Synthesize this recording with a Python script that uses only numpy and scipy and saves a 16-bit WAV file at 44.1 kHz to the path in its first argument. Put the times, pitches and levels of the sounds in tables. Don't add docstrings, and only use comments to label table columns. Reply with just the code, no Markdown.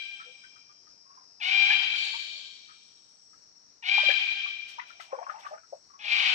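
import sys
import numpy as np
from scipy import signal
from scipy.fft import rfft, irfft, next_fast_len
from scipy.io import wavfile
from scipy.ndimage import uniform_filter1d

SR = 44100
rng = np.random.default_rng(int(sys.argv[2]) if len(sys.argv) > 2 else 0)


def pcm_store(signal):
    levels = np.round(np.clip(np.atleast_2d(signal), -1, 1) * 32767)
    wavfile.write(sys.argv[1], SR, levels.astype(np.int16).T)


N = 279594
LEAD_S = 1
M = N + LEAD_S * SR
TIME_S = np.arange(M) / SR - LEAD_S


def amp(db):
    return 10 ** (np.asarray(db) / 20)


def evened(x):
    return x / np.sqrt(np.mean(x ** 2) + 1e-20)


def read(points, hz):
    f, value = np.transpose(points)
    return np.interp(np.log(hz + 1), np.log(f + 1), value)


def colour(x, points):
    size = next_fast_len(x.shape[-1] + 2048)
    gain = amp(read(points, np.fft.rfftfreq(size, 1 / SR)))
    return irfft(rfft(x, size) * gain, size)[..., :x.shape[-1]]


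def add(mix, start_s, sound):
    part = mix[..., round((start_s + LEAD_S) * SR):][..., :sound.shape[-1]]
    part += sound[..., :part.shape[-1]]


def resonate(x, hz, width_hz):
    b, a = signal.iirpeak(hz, hz / width_hz, SR)
    return signal.lfilter(b, a, signal.lfilter(b, a, x))


def wander(length, span):
    return evened(uniform_filter1d(rng.standard_normal(length), int(span)))


def stretches_db(rows, rise_db_s, fall_db_s, rest_db):
    levels = []
    for start_s, length_s, db in rows:
        rise = rise_db_s * np.maximum(start_s - TIME_S, 0)
        fall = fall_db_s * np.maximum(TIME_S - start_s - length_s, 0)
        levels.append(db - rise - fall)
    return np.maximum(np.max(levels, axis=0), rest_db)


def forest(x, fill_s, shorten=1):
    # frequency in Hz, basic t60 in s, ahead of shorten and the extra far fade.
    decay = [(500, 1.0), (900, 1.5), (1600, 1.7), (2400, 1.95), (3200, 2.1), (4000, 2.17), (7000, 2.32),
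             (12000, 0.18)]
    hz, t, z = signal.stft(rng.standard_normal((2, 2 * SR)), SR, nperseg=256)
    shape = (1 - np.exp(-t / fill_s)) * amp(-60 * t / (shorten * read(decay, hz)[:, None]))
    shape *= amp(-8.0 * t ** 2 + 1.8 * wander(len(t), 14))
    tail = signal.istft(z * shape, SR, nperseg=256)[1]
    return signal.fftconvolve(x[None], tail / np.linalg.norm(tail[0]), axes=1)[:, :M]


def air():
    # frequency in Hz, relative density in dB per Hz.
    air_spectrum = [(20, -24), (50, -11), (110, -8), (300, -7), (600, -12), (1300, -10), (2200, -17.5),
                    (3500, -22), (4400, -6.5), (6300, -6.5), (7200, -20.5), (8600, -41.5), (10500, -40),
                    (15500, -36)]
    a, b, shared = rng.standard_normal((3, M))
    noise = evened(colour(np.array([a, b]) + .5 * shared, air_spectrum))
    return amp(-66.5 + 1.0 * wander(M, 4500)) * noise


def insects():
    # resonance in Hz, its width in Hz, mean strokes per second,
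    # steadiness (1 one regular singer, 0 a crowd).
    kinds = [(5087, 120, 91, 0.77), (5586, 400, 180, 0.11), (7876, 200, 35, 0.17)]
    # start in s, length in s, level in dB.
    stretches = [
        [(.4, 1.05, -61.5)],
        [(-1, 2.3, -62.5), (2.2, 1.5, -60.5), (4.4, 1.6, -62)],
        [(-1, 1.43, -72), (2.2, 1.15, -73.5), (5.05, .75, -76)],
    ]
    rise_db_s = (300, 30, 40)
    fall_db_s = (25, 40, 60)
    rest_db = (-85, -68, -84)
    levels = map(stretches_db, stretches, rise_db_s, fall_db_s, rest_db)
    out = np.zeros((2, M))
    for (hz, width_hz, rate_hz, steady), level_db in zip(kinds, levels):
        turns = np.cumsum(rate_hz * (1 + 0.01 * wander(M, 4000))) / SR
        strokes = np.diff(np.floor(turns), prepend=0)
        a, b, shared = rng.standard_normal((3, M))
        singer = evened(resonate(strokes, hz, width_hz))
        crowd = evened(resonate(np.array([a, b]) + 0.39 * shared, hz, width_hz))
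        whine = evened(steady * singer + (1 - steady) * crowd)
        out += whine * amp(level_db + 0.55 * wander(M, 2000))
    return out


def bubble(hz, length_s, rise_per_s, smack=0):
    t = np.arange(0, length_s, 1 / SR)
    shape = (t / length_s) ** 1.5 * amp(-95 * t / length_s)
    tone = np.sin(2 * np.pi * hz * (t + rise_per_s * t ** 2 / 2))
    noise = rng.standard_normal(len(t))
    for _ in range(2):
        noise = resonate(noise, 1.15 * hz, .9 * hz)
    return (tone + smack * evened(noise)) * shape / shape.max()


def large_bubbles():
    # moment during the swell in s, level in dB, opening pitch in Hz,
    # left-right tilt in dB ahead of a common shift, length in s.
    bubbles = [(.2004, -43.5, 1300, -7, .087), (.259, -62, 480, 8, .2), (.4369, -49.5, 1470, 4, .064),
               (.5596, -55, 1250, 3.5, .071), (.6958, -58, 1150, -11, .076), (.8689, -62, 1194, 9, .055),
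               (1.058, -62, 1052, 0, .12), (1.0999, -56, 1058, -2, .08), (1.1328, -59, 1100, 0, .1),
               (1.1742, -49, 997, -8, .048), (1.2126, -59, 1000, 5, .07), (1.703, -38, 815, 8, .06),
               (1.704, -31.5, 1640, 13, .059), (1.939, -55, 1390, 15, .087), (2.139, -43, 885, 1.5, .072),
               (2.687, -53, 1234, 1.5, .16), (3.332, -62.5, 1245, 13, .066), (3.98, -24.5, 826, 2.5, .029),
               (4.034, -39.5, 609, 6, .045), (4.089, -36, 551, 10.5, .065), (4.1006, -27.5, 1626, 9, .04),
               (4.46, -44.5, 1129, 7.5, .051), (4.785, -37, 943, 4.5, .069), (4.7965, -33, 1900, 8, .022),
               (4.819, -53, 1380, 9, .091), (4.902, -51, 1343, 12, .054), (4.998, -49, 700, 8, .025),
               (4.999, -47, 1960, 15, .028), (5.004, -44.5, 1271, 8.5, .043), (5.122, -39.5, 1030, 3, .089),
               (5.13, -28, 530, -3, .04), (5.151, -45, 978, 15, .04), (5.174, -43.5, 489, -5, .084),
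               (5.187, -35, 854, 4, .035), (5.214, -37.5, 686, 7, .049), (5.227, -42, 1035, 14, .028),
               (5.265, -37.5, 1037, 5, .045), (5.29, -44, 1400, 8, .07), (5.297, -34, 1210, 12, .035),
               (5.341, -46.5, 838, 12, .1), (5.375, -51, 895, 5, .086), (5.448, -43, 1143, -12, .061),
               (5.452, -48, 1700, 8, .03), (5.464, -40, 1128, 14, .04), (5.514, -38.5, 605, -2.5, .14),
               (5.534, -43, 1200, 0, .077), (5.577, -54.5, 1410, 14.5, .049), (5.633, -60, 1282, 12, .07),
               (5.727, -36, 546.5, 1.5, .062), (5.9, -57, 1130, 8, .07), (5.936, -52, 1080, -2.5, .1)]
    pitch_climb = .17
    mix = np.zeros((2, M))
    for s, db, hz, pan_db, length_s in bubbles:
        side_db = (pan_db - 1.0) / 2
        gains = amp(db + np.array([[side_db], [-side_db]]))
        add(mix, s - 0.054 * length_s, gains * bubble(hz, length_s, pitch_climb / length_s, smack=0.4))
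    return mix


def trickle():
    # start in s, length in s, level in dB.
    stirs = [(1.06, .25, -75), (2.25, .2, -67), (4.78, .3, -64), (5.13, .36, -52), (6.05, .3, -54)]
    small = np.zeros((2, M))
    for hz in np.geomspace(550, 2600, num=30):
        train = (rng.random(M) < 25 / SR) * amp(3 * np.minimum(rng.exponential(1, M), 4))
        left = rng.uniform(0.16, 0.77)
        sound = signal.oaconvolve(train, bubble(hz, 35 / hz, 8.5))[:M]
        small += np.array([[left], [1.2 - left]]) * sound
    return evened(small) * amp(stretches_db(stirs, rise_db_s=250, fall_db_s=170, rest_db=-83))


def splashes():
    # start in s, gain in dB.
    bursts = [(2.1926, -59), (4.68, -57), (4.8711, -66), (4.9987, -58), (5.2992, -71), (5.3866, -65),
              (5.454, -66)]
    # frequency in Hz, gain in dB.
    spray = [(400, -31), (1200, 10), (3000, 21), (8000, 6.5), (11500, -9.5), (14500, -6), (16000, 7)]
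    t60_s, rise_s = .22, .009
    mix = np.zeros((2, M))
    t = np.arange(SR // 3) / SR
    for s, db in bursts:
        a, b, shared = rng.standard_normal((3, len(t))) * amp(1.8 * wander(len(t), 43))
        drops = colour(0.91 * np.array([a, b]) + shared, spray)
        add(mix, s, drops * amp(db - 60 * t / t60_s) * (1 - np.exp(-t / rise_s)))
    return mix


def brook():
    mix = large_bubbles() + trickle() + splashes()
    return mix + amp(-9.5) * forest(mix.mean(0), fill_s=.004, shorten=.12)


def rasp():
    # frequency in Hz, width in Hz, relative level in dB.
    resonances = [(3330, 500, -4), (3720, 600, -2.5), (4380, 280, -3), (6860, 810, -15.5), (9500, 620, -33)]
    full_s, hold_s, full_db = 1.99, .07, -42
    clicks = (rng.random(M) < 2500 / SR) * rng.standard_normal(M)
    throat = sum(amp(db) * evened(resonate(clicks, hz, width_hz)) for hz, width_hz, db in resonances)
    level_db = stretches_db([(full_s, hold_s, full_db)], rise_db_s=120, fall_db_s=150, rest_db=-np.inf)
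    return throat * amp(level_db)


def screech(start_s, length_s, base_db, open_hz, dip_hz, steady_hz, steady_s, swell_s,
            open_rough, steady_rough, pulsing):
    # frequency in Hz, gain in dB.
    throat_gains = [(550, -43), (780, -20.5), (1000, -20), (1600, -18), (2050, -11.5), (2390, 1),
                    (2700, -6), (3150, -5.5), (4000, -13.5), (4800, -20), (6500, -32), (8000, -40),
                    (10500, -89.5), (16000, -110)]
    chirp_s = .022
    onset_db, push_db = -15, 2.2
    break_s, release_s, release_db = .08, .04, -25
    end_sag = .02
    t = np.arange(0, length_s, 1 / SR)
    ending = np.clip(1 - (length_s - release_s - t) / break_s, 0, 1)

    effort_db = base_db + onset_db * np.clip(1 - t / swell_s, 0, 1) ** 2
    effort_db += release_db * np.clip(1 - (length_s - t) / release_s, 0, 1)
    effort_db += push_db * np.sin(np.pi * t / length_s) ** 4

    chirp = np.clip(1 - (t / chirp_s) ** 2, 0, 1)
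    glide = np.sin(np.pi / 2 * np.clip((t - chirp_s) / (steady_s - chirp_s), 0, 1))
    hz = dip_hz + (open_hz - dip_hz) * chirp + (steady_hz - dip_hz) * glide
    hz *= 1 - end_sag * ending

    glide_rough = max(open_rough, steady_rough + .13)
    rough = np.interp(t, [chirp_s, 2 * chirp_s, steady_s], [open_rough, glide_rough, steady_rough])
    rough = np.clip(rough + .17 * ending, 0, 1)

    drift = .04 * rough ** 2 * wander(len(t), 120) + .0015 * wander(len(t), 1200)
    turns = np.cumsum(hz * (1 + drift)) / SR
    turns += (.008 + .025 * rough) * wander(len(t), 130)
    sharp = np.clip(1.18 + 0.036 * (effort_db + 24.5), .4, .97)
    pulses = sum(sharp ** k * np.cos(2 * np.pi * k * turns) for k in range(1, 12)) / sharp ** 3 / 2
    pulses *= 1 + pulsing * np.cos(np.pi * turns)
    puffs = evened((.4 + np.exp(-(turns % 1) / 0.9)) * rng.standard_normal(len(t))) * sharp ** 2.8
    envelope = amp(effort_db + 1.5 * wander(len(t), 700)) * signal.windows.tukey(len(t), .02)
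    drive = np.pad(envelope * ((1 - rough) * pulses + 2.44 * rough * puffs), 200)
    return start_s - 200 / SR, amp(5.5) * colour(drive, throat_gains)


def birds():
    # start in s, length in s, base effort in dB, opening, dip and steady pitch in Hz,
    # time to steady pitch in s, swell in s, opening and steady roughness (0-1), strong-weak pulsing (0-1).
    screeches = [(-.86, .42, -24, 900, 720, 796, .14, .2, .05, .2, .15),
                 (1.399, .38, -27, 895, 705, 795, .17, .055, .3, .28, .15),
                 (3.824, .335, -28.3, 955, 712, 798, .115, .06, .25, .27, .22),
                 (5.989, .5, -27.5, 833, 845, 762, .27, .17, .7, .5, .5)]
    calls = rasp()
    for row in screeches:
        add(calls, *screech(*row))
    return amp(4.2) * calls + amp(3.0) * forest(calls, fill_s=0.007)


def scene():
    return (birds() + brook() + insects() + air())[:, -N:]


def record(dry):
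    # frequency in Hz, left-right difference in dB.
    ports = [(60, 8.5), (250, 6), (550, 8), (1100, 5), (2400, 8), (5000, 9.5), (8000, -1), (13000, 5)]
    lag_s = .00033
    bend, edge_hz = .05, 15450
    highpass = signal.butter(2, 20, "high", fs=SR, output="sos")
    dry = dry + bend * signal.sosfilt(highpass, dry ** 2)
    late = np.pad(dry[0], (round(lag_s * SR), 0))[:N]
    left = colour(late, [(hz, db / 2) for hz, db in ports])
    right = colour(dry[1], [(hz, -db / 2) for hz, db in ports])
    taps = signal.firwin(511, edge_hz, window=("kaiser", 9), fs=SR)
    return signal.oaconvolve(np.array([left, right]), taps[None], "same")


dry = scene()
out = record(dry)
pcm_store(out)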